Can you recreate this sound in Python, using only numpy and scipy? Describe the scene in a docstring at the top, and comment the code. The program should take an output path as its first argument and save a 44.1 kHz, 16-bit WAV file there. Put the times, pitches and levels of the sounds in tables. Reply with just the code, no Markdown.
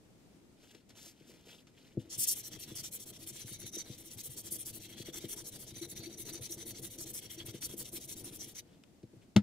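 """A workbench in a small quiet room, heard from a close pair of microphones.
A stone on a guide rod is wiped with a cloth, set down on a clamped knife and worked quickly to and fro.
Grit rasps on steel and sets the blade ringing; the jig rumbles and knocks through the bench and jolts
the hollow clamp into short hums. At the end the clamp is turned over with a clack and a thump."""
import sys
import numpy as np
from scipy import signal
from scipy.fft import rfft, irfft, next_fast_len
from scipy.io import wavfile

SR = 44100
rng = np.random.default_rng(int(sys.argv[2]) if len(sys.argv) > 2 else 0)


def wav_record(signal):
    """Record a signal, one row per channel, as 16-bit PCM in the file named by sys.argv[1]."""
    frames = np.transpose(np.atleast_2d(signal))
    bounded = np.clip(frames, -1, 1)
    # unit amplitude maps onto the largest positive 16-bit level
    quanta = np.round(bounded * 32767).astype(np.int16)
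    wavfile.write(sys.argv[1], SR, quanta)


N = 415422
TIME = np.arange(N) / SR
FFT_SIZE = next_fast_len(N + SR // 2)
LOG_HZ = np.log(np.maximum(np.arange(FFT_SIZE // 2 + 1) * SR / FFT_SIZE, 1))


def from_db(db):
    """Decibels to gain."""
    return np.exp(np.asarray(db) * np.log(10) / 20)


def unit_rms(x):
    """Scale to unit power."""
    return x / np.sqrt(np.mean(x ** 2) + 1e-20)


def over_time(rows):
    """Each level column as one value per sample; silence outside the table."""
    times, *columns = np.transpose(rows)
    return [np.interp(TIME, times, db, left=-200, right=-200) for db in columns]


def over_hz(rows):
    """A spectrum table as one value per FFT bin."""
    hz, value = np.transpose(rows)
    return np.interp(LOG_HZ, np.log(hz), value)


def shaped(x, response):
    """Filter by a frequency response."""
    return irfft(rfft(x, FFT_SIZE) * response, FFT_SIZE)[..., :N]


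def filtered(x, kind, hz, order=4):
    """Butterworth filter."""
    return signal.sosfilt(signal.butter(order, hz, kind, fs=SR, output="sos"), x)


def drift(rate_hz):
    """A slow random wander with spread 1."""
    hop, settle = 40, 2000
    pole = np.exp(-2 * np.pi * rate_hz * hop / SR)
    noise = rng.standard_normal(N // hop + settle + 2)
    slow = signal.lfilter([1], [1, -2 * pole, pole * pole], noise)[settle:]
    return np.interp(np.arange(N) / hop, np.arange(len(slow)), unit_rms(slow))


def grains(uneven_db):
    """Dense tiny contacts of uneven size."""
    return unit_rms(rng.standard_normal(N) * from_db(uneven_db * np.minimum(rng.exponential(1, N), 5)))


def ring(force, hz, t60):
    """One mode: a unit click starts a dying sine of height 1."""
    r, w = from_db(-60 / (t60 * SR)), 2 * np.pi * hz / SR
    return signal.lfilter([0, np.sin(w)], [1, -2 * r * np.cos(w), r * r], force + 1e-18)


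def ring_by_stroke(force, starts, pitches_hz, t60):
    """A mode that takes a new pitch on each stroke, always at unit power."""
    out, at = np.zeros_like(force), [round(start * SR) for start in starts]
    for begin, end, hz in zip(at, at[1:], pitches_hz):
        out[:, begin:end] = unit_rms(ring(force[:, begin:end], hz, t60))
    return out


def swelling_ring(times, db, hz, t60):
    """Jolts reach a resonance through another part, so the ring swells before it dies."""
    jolts = np.zeros(N)
    jolts[np.round(np.asarray(times) * SR).astype(int)] = from_db(db)
    peak = t60 * SR / (2 * np.e * np.log(1000))
    return ring(ring(jolts, hz, t60), hz, t60) / peak


# Strokes, close up; the stone lifts at the last row. Table levels are before each source's own gains.
# t/s, rasp/dB, hiss over the rasp/dB, rubbing at the opening turn/dB
STROKES = [(2.09, -44, -13, -65), (2.171, -34.5, 0.5, -51.5), (2.263, -31.5, 1, -44), (2.347, -44, 0, -49),
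           (2.425, -47.5, -1.5, -57), (2.502, -53, -1.5, -62), (2.582, -50.5, 1, -60.5),
           (2.661, -53.5, -2, -56), (2.745, -42.5, -2.5, -55.5), (2.825, -44.5, -3, -55),
           (2.904, -48, 3, -74), (2.985, -47, 0.5, -57), (3.052, -49, -1.5, -66), (3.12, -50.5, -5.5, -66),
           (3.184, -53.5, 2, -63), (3.257, -50, 0, -59.5), (3.319, -49, -4.5, -58), (3.386, -50, -4, -46.5),
           (3.449, -56, 5, -59.5), (3.519, -62, 2, -52.5), (3.58, -65.5, 6.5, -72),
           (3.65, -60.5, -1.5, -60.5), (3.711, -55.5, -1, -79), (3.771, -47, -10.5, -54),
           (3.837, -57, -2, -68.5), (3.901, -54, -5, -53), (3.969, -54.5, -1, -59.5),
           (4.035, -52.5, 0.5, -59), (4.099, -53, 2, -54.5), (4.164, -46, -5, -65),
           (4.226, -45.5, 0.5, -57), (4.29, -52, 1, -57), (4.359, -48, 3, -54.5), (4.428, -47.5, -4, -60),
           (4.501, -42.5, 2.5, -54.5), (4.578, -48, -2.5, -54), (4.645, -44, -3, -60.5),
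           (4.721, -51.5, 3, -59), (4.793, -53, 2.5, -58.5), (4.878, -59.5, 1.5, -60),
           (4.961, -57.5, 3, -64), (5.042, -61, 3.5, -70), (5.12, -49.5, 2, -73), (5.198, -52.5, -1, -56.5),
           (5.278, -44, 3, -58.5), (5.353, -50, -0.5, -58.5), (5.435, -47.5, 0, -65),
           (5.508, -50, -3.5, -61), (5.581, -51, 2, -57), (5.657, -54, -3, -58), (5.731, -58, 1, -65.5),
           (5.806, -55, 1, -61), (5.872, -67.5, 10.5, -74), (5.945, -65, 2.5, -67),
           (6.019, -62.5, 0.5, -61.5), (6.087, -64, -0.5, -63.5), (6.167, -53, 5.5, -67.5),
           (6.243, -54, -1, -64.5), (6.318, -53.5, -2.5, -58), (6.403, -48.5, -3.5, -67),
           (6.485, -50.5, -1, -57), (6.565, -50.5, -5, -62.5), (6.648, -51, 2.5, -60.5),
           (6.732, -54.5, 0, -61.5), (6.812, -50, 0.5, -63.0), (6.894, -56, 5, -59),
           (6.973, -44.5, -0.5, -62), (7.053, -51.5, 3.5, -58.5), (7.126, -44, -2, -62),
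           (7.209, -56, 3, -61), (7.284, -55, 1, -64), (7.369, -56, -3, -62), (7.446, -50.5, -2, -66),
           (7.525, -53.5, -4, -63), (7.602, -44, 0, -68), (7.68, -51.5, -1.5, -60), (7.76, -46, 1, -67),
           (7.838, -51, 0, -54.5), (7.911, -46.5, 1, -65.5), (7.995, -49.5, 0.5, -56),
           (8.07, -47.5, 0, -61.5), (8.151, -52.5, -1, -59), (8.232, -48.5, -5.5, -62.5),
           (8.311, -55, -3, -60), (8.385, -47.5, 0, -60.5), (8.463, -57, 0.5, -54), (8.541, -50, -4.5, -66),
           (8.609, -76.5, -3, -56)]
JIG_SCRAPE = [(2.05, -68), (2.6, -58), (3.1, -60), (3.6, -65), (4.1, -63), (4.7, -62.5), (5.1, -53.5),
              (5.5, -61.5), (5.8, -61), (6.3, -61), (7.1, -59), (7.6, -59), (8.65, -62)]   # scrape under a usual stroke, along the blade: t/s, level/dB
GRIT_SPECTRUM = [(350, 3.5), (700, -2.5), (1150, 17.5), (1600, -12.5), (2400, 3), (3300, 16), (4950, -2),
                 (5500, 14), (9000, 3), (15700, 0)]   # grit on steel: f/Hz, level/dB
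BAND_EDGES = [550, 1900, 4600, 8500, 17000]   # bounds of grind, scrape, rasp and hiss: f/Hz
BAND_CHATTER = [4, 3, 2.2, 2.8]   # lumpiness of each band: spread/dB
BAND_RUBBING = [-29, -1.5, -1.5, -7]   # each band's share of the dull rubbing at a turn: level/dB


def stone(jolts):
    """Grit rasps on steel, loud while the stone moves and sinking to a rub at each turn."""
    starts, rasp_db, hiss_db, turn_db = np.transpose(STROKES)
    usual_scrape_db, usual_rasp_db = np.interp(starts, *np.transpose(JIG_SCRAPE)), -52
    scrape_db = usual_scrape_db + .23 * (rasp_db - usual_rasp_db) - .59 * hiss_db
    bands_db = [scrape_db - 11.5, scrape_db, rasp_db, rasp_db + hiss_db]
    stroke = np.clip(np.searchsorted(starts, TIME) - 1, 0, len(starts) - 2)
    progress = (TIME - starts[stroke]) / np.diff(starts)[stroke]
    touching = (progress > 0) & (progress < 1)
    speed = np.clip(1.5 * np.sin(np.pi * progress) - .18, 0, 1)   # sticks at the turn, then breaks free
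    # a stroke leans towards the end where the stone keeps its weight
    lean_db = .84 * np.diff(turn_db)[stroke] * (progress - .5)
    rubbing = from_db(np.interp(TIME, starts, turn_db) - 4) * touching
    # a wide contact patch: in the treble each microphone favours other grains
    side_grit = filtered(grains(uneven_db=2.5), "high", 2600, order=2)
    grit = grains(uneven_db=4.5) + from_db(-4) * side_grit * [[1], [-1]]
    # the thin edge takes up little bass, and is driven out of step with the surface hiss
    edge_force = filtered(np.roll(grit, SR, axis=1), "high", 600)
    steel = unit_rms(shaped(grit, from_db(over_hz(GRIT_SPECTRUM))))
    steel += lesser_modes(edge_force, starts, stroke) + blade(edge_force, starts, stroke)
    out = np.zeros((2, N))
    for k, band_hz in enumerate(zip(BAND_EDGES, BAND_EDGES[1:])):
        chatter_db = BAND_CHATTER[k] * (drift(15) if k else jolts)
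        sliding = from_db(bands_db[k][stroke] + lean_db + chatter_db) * speed * touching
        envelope = np.hypot(sliding, rubbing * from_db(BAND_RUBBING[k]))
        out += unit_rms(filtered(steel, "band", band_hz)) * envelope
    return out


# The clamped blade's modes: f/Hz, width/Hz, level/dB, family (0 heel, 1 belly, 2 high)
BLADE_MODES = [(2230, 37, -18, 1), (2263, 43, -11.5, 0), (3340, 150, 0, 1), (3780, 47, -3, 0),
               (4050, 80, -7, 0), (4430, 280, -6.5, 0), (4460, 200, -12, 1), (5710, 120, -5, 1),
               (5960, 140, 4.5, 0), (6500, 66, -7.5, 0), (10040, 350, -17, 0), (7320, 140, -7, 2),
               (8580, 200, -11.5, 2), (9440, 190, 1.5, 2), (9760, 120, -0.5, 2), (12400, 280, -9, 2)]
FAMILY_RINGING = [(2.05, -15, -8, 6), (2.5, -7.5, 8.5, -10.5), (3.2, -21, -9, -4.5), (3.6, 20, -5, 3.5),
                  (4.1, -3, -30, -10), (4.6, -12.5, -7, -3.5), (5.0, 9.5, 13.5, -18.5),
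                  (5.6, -13.5, -8, -4.5), (5.8, 19.5, -14.5, 0), (6.4, 9.5, -30, -2.5),
                  (6.9, 3.5, -19.5, -10.5), (7.3, -1.5, 17, -13), (7.9, -1, -14, -3.5),
                  (8.3, -4.5, -9.5, -0.5), (8.65, 6.5, -11.5, -13)]   # how freely each family rings: t/s, heel/dB, belly/dB, high/dB
FAMILY_DETUNE = [.007, .012, .012]   # pitch from stroke to stroke: spread/fraction
FAMILY_CONTACT = [2.5, 4, 3.5]   # contact from stroke to stroke: spread/dB


def blade(force, starts, stroke):
    """The blade's modes wax and wane as the stone wanders; each stroke meets the edge anew."""
    freedom = from_db(over_time(FAMILY_RINGING))
    out = np.zeros((2, N))
    for hz, width_hz, db, family in BLADE_MODES:
        pitches = hz * np.exp(rng.normal(0, FAMILY_DETUNE[family], len(starts)))
        mode = ring_by_stroke(force, starts, pitches, t60=np.log(1000) / (np.pi * width_hz))
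        contact_db = 4 * drift(35) + rng.normal(0, FAMILY_CONTACT[family], len(starts))[stroke]
        out += mode * freedom[family] * from_db(db - 12.5 + contact_db)
    return out


def lesser_modes(force, starts, stroke):
    """Weaker blade modes flare briefly, at other pitches on every stroke."""
    ring_cycles = 55
    out = np.zeros((2, N))
    for hz in np.geomspace(1300, 13000, 14):
        db = np.interp(np.log(hz), np.log([1300, 3500, 13000]), [-29, -14, -21])
        flare_db = 9 * np.tanh(.5 * drift(30) + rng.normal(0, .4, len(starts))[stroke])
        pitches = hz * np.exp(rng.normal(0, .07, len(starts)))
        out += ring_by_stroke(force, starts, pitches, t60=ring_cycles / hz) * from_db(db + flare_db)
    return out


BENCH_MODES = [(71.3, -19, 0.15), (108, 1, 0.1), (135, 4.5, 0.078), (208.3, 1, 0.07), (258.3, -8, 0.13),
               (328.8, 6, 0.06), (417, 6.5, 0.02), (494, -3.5, 0.093), (628, -1.5, 0.027),
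               (780, -16, 0.024), (960, -29.5, 0.069)]   # the bench under the jig: f/Hz, level/dB, t60/s
JIG_RUMBLE = [(.5, -80), (.8, -78), (1.4, -97), (2.0, -65), (2.4, -61.5), (3.7, -61), (4.3, -62.5),
              (5.0, -59.5), (5.9, -58), (6.8, -57), (7.2, -59), (8.4, -57), (8.7, -73.5), (9.42, -89.5)]   # the jig shaking the bench: t/s, level/dB
BENCH_KNOCKS = [(0.746, -57, -4), (1.206, -60, -2), (1.272, -70, -8), (1.292, -75, 15.5),
                (1.338, -78, 16.5), (1.467, -78.5, 21), (1.97, -23, -19.5), (2.178, -41, -26.5),
                (2.713, -42.5, -14.5), (2.786, -40, -31), (3.31, -41, -29), (3.441, -36, -30),
                (3.512, -38.5, -25), (3.637, -41, -19), (3.765, -49.5, 0.5), (3.895, -34.5, -24),
                (4.155, -38, -51), (4.287, -35.5, -52), (4.517, -47.5, -10), (4.906, -50, -13),
                (4.998, -38, -16.5), (5.082, -46, -2.5), (5.239, -37.5, -9.5), (5.716, -34.5, -54),
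                (5.988, -35, -52), (6.401, -34, -57), (6.563, -38, -37), (7.479, -35, -37),
                (7.541, -38.5, -13), (7.736, -49, -2), (8.306, -38, -37), (8.377, -50, -25),
                (9.032, -38.5, -19), (9.132, -54, -8), (9.163, -41.5, -34), (9.3612, -22, -27),
                (9.36, -13, -21), (9.371, -27, -38)]   # dull knocks: t/s, level/dB, tilt towards the upper modes/dB


def bench(jolts):
    """Steady shaking and single padded knocks drive the same bench modes."""
    times, knock_db, tilt_db = np.transpose(BENCH_KNOCKS)
    at = np.round(times * SR).astype(int)
    scatter_db = rng.normal(0, .14, (len(times), len(BENCH_MODES)))
    rumble_db, = over_time(JIG_RUMBLE)
    shaking = from_db(rumble_db - 30.5 + 3.5 * np.tanh(jolts))
    pad = np.hanning(round(.0021 * SR))   # a soft contact spreads the blow
    out = np.zeros(N)
    for k, (hz, mode_db, t60) in enumerate(BENCH_MODES):
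        height = np.clip(np.log2(hz / 113) / 2, 0, 1)   # 0 for low modes, 1 for upper ones
        blow_db = knock_db - 6.5 + scatter_db[:, k] + (tilt_db + 18.5) * height
        blows = np.zeros(N)
        blows[at] = from_db(blow_db) * (-1) ** k   # the bench flexes both ways
        knocks = signal.oaconvolve(blows, pad / pad.sum())[:N]
        rattle = from_db(4.5 * np.tanh(drift(10.1)) - .5 * height ** 3) * rng.standard_normal(N)
        out += ring(shaking * rattle + knocks, hz, t60) * from_db(mode_db)
    return out


CLAMP_JOLTS = [(0.428, -57), (1.068, -57), (3.62, -51), (3.742, -46.5), (5.172, -45.5), (5.414, -48),
               (5.816, -34.5), (5.977, -49), (6.068, -40), (6.194, -45), (6.35, -45), (6.5, -42.5),
               (6.576, -44.5), (6.654, -43), (6.73, -49), (6.835, -47), (6.983, -44), (7.377, -42),
               (7.938, -44), (8.261, -44.5)]   # jolts reaching the clamp: t/s, level/dB


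def clamp_hum():
    """Jolts pass through the base and set the hollow clamp body humming briefly."""
    times, db = np.transpose(CLAMP_JOLTS)
    return swelling_ring(times - .004, db - 3.5, hz=339.5, t60=.064)


def base_thump():
    """The heavy base takes the weight of the turned clamp as it locks."""
    return swelling_ring(times=9.3592, db=-13, hz=205, t60=.065)


PART_TICKS = [(0.748, -49, 0.02, 2980), (0.904, -56, 0.06, 3180), (1.669, -58.5, 0.089, 3220),
              (7.624, -39, 0.042, 3720), (8.837, -32.5, 0.0027, 2300), (9.029, -60, 0.033, 2980),
              (9.3629, -17, 0.016, 2600), (9.363, -18, 0.02, 700)]   # metal and plastic parts meeting: t/s, level/dB, t60/s, colour f/Hz


def ticks():
    """Hard parts meet in a crack of noise around their own colour, with a weaker, longer tail."""
    out, age = np.zeros(N + SR // 5), np.arange(SR // 5) / SR
    rise = 1 - np.exp(-age / .0008)
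    for start, db, t60, hz in PART_TICKS:
        burst = unit_rms(filtered(rng.standard_normal(len(age)), "band", [hz / 3, hz * 1.9], order=2))
        decay_db = -60 * age / t60
        crack, tail = from_db(decay_db), from_db(-14 + decay_db / 5)
        at = round(start * SR)
        out[at:at + len(age)] += burst * rise * from_db(db - 3) * (crack + tail)
    return out[:N]


CLOTH_WIPES = [(0.558, 0.3, -64.5, -69), (0.886, 0.031, -65.5, -64.5), (0.941, 0.095, -62.5, -62.5),
               (0.974, 0.17, -61, -55.5), (1.075, 0.51, -68, -72), (1.26, 0.069, -67, -64.5),
               (1.445, 0.13, -59, -61.5), (1.532, 0.11, -65.5, -69), (1.71, 0.29, -67, -72.5),
               (1.989, 0.045, -64, -63), (2.019, 0.089, -68, -75), (8.644, 0.17, -72.5, -99),
               (9.21, 0.039, -71.5, -75)]   # cloth and hands sliding, close up: t/s, length/s, rustle/dB, treble/dB
CLOTH_SPECTRUM = [(350, 5.5), (800, -7), (1500, -6), (3200, 2.5), (4800, -7), (7000, -18), (15700, -29.5)]   # rubbing fibres: f/Hz, level/dB


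def cloth():
    """Soft fibres slide and crease: each wipe swells and fades, its bands crinkling separately."""
    fibres = shaped(grains(uneven_db=4.5), from_db(over_hz(CLOTH_SPECTRUM)))
    edges_hz = [350, 1500, 2600, 4000, 6000]
    rustle = unit_rms(sum(filtered(np.roll(fibres, low), "band", [low, high]) * from_db(3.3 * drift(35))
                          for low, high in zip(edges_hz, edges_hz[1:])))
    treble = unit_rms(filtered(fibres, "band", [6000, 17000]))
    out = np.zeros(N)
    for start, length, rustle_db, treble_db in CLOTH_WIPES:
        at = slice(round(start * SR), round((start + length) * SR))
        progress = np.clip((TIME[at] - start) / length, 0, 1)
        swell = np.sin(np.pi * progress ** .89) ** 1.34
        out[at] += swell * (rustle[at] * from_db(rustle_db) + treble[at] * from_db(treble_db))
    return out * from_db(1.8 * drift(40))


LEFT_PHASE = [(300, -0.05), (1000, -0.59), (4570, -0.77), (5680, 1.9), (7300, 1.15), (9820, 1.68),
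              (13000, -0.74)]   # left microphone ahead of the right: f/Hz, phase/rad
LEFT_LEVEL = [(950, 3), (3770, 2), (15000, 1.5)]   # left microphone over the right: f/Hz, level/dB
REFLECTIONS = [(60, -26), (500, -20), (2000, -15), (6000, -14), (15000, -14)]   # the room against the direct sound: f/Hz, level/dB


def microphones(x):
    """The close pair: each hears the direct sound at its own phase and level, plus short reflections."""
    age, room_t60 = np.arange(SR // 4) / SR, .06
    echoes = rng.standard_normal((2, len(age))) * from_db(-60 * age / room_t60) * (age > .0015)
    echoes /= np.sqrt(np.sum(echoes ** 2, axis=1, keepdims=True))
    reflected = from_db(over_hz(REFLECTIONS)) * rfft(echoes, FFT_SIZE)
    side = np.array([[.5], [-.5]])
    direct = np.exp(1j * side * over_hz(LEFT_PHASE))
    # the bench top's reflection cancels the direct sound in a narrow dip
    octaves_from_dip = (LOG_HZ - np.log(1124)) / np.log(2)
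    dip_db = -10.5 * np.exp(-.5 * (octaves_from_dip / .08) ** 2)
    pair = shaped(x, from_db(dip_db + side * over_hz(LEFT_LEVEL)) * (direct + reflected))
    return pair * from_db(side * drift(22))   # the work wanders in front of the microphones


ROOM_SPECTRUM = [(12, -48), (20, -17.5), (158, -5), (308, -7), (430, -13.5), (553, -17), (751, -21),
                 (840, -22), (1110, -27.5), (7600, -32), (15700, -42)]   # the quiet room: f/Hz, level/dB
ROOM_COHERENCE = [(60, 0.59), (240, 0.75), (950, 0.14), (3000, 0)]   # hush across the pair: f/Hz, shared power/fraction


def room_tone():
    """The low hush of the room, partly shared by both microphones and a little louder on the left."""
    coherence = over_hz(ROOM_COHERENCE)
    colour = from_db(over_hz(ROOM_SPECTRUM))
    shared = shaped(rng.standard_normal(N), colour * np.sqrt(coherence))
    separate = shaped(rng.standard_normal((2, N)), colour * np.sqrt(1 - coherence))
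    return unit_rms(shared + separate) * from_db(-63 + 1.2 * drift(3)) * from_db([[.8], [-.8]])


def scene():
    """The work at the bench, close to the pair, over the hush of the room."""
    jolts = drift(25)   # the same small jolts shake the bench and the coarse grinding
    work = stone(jolts) + bench(jolts) + clamp_hum() + base_thump() + ticks() + cloth()
    return microphones(work) + room_tone()


def record(dry):
    """A steep low-pass, 80 dB down from 16050 Hz."""
    return signal.sosfilt(signal.cheby2(24, 80, 16050, fs=SR, output="sos"), dry)


dry = scene()
out = record(dry)
wav_record(out)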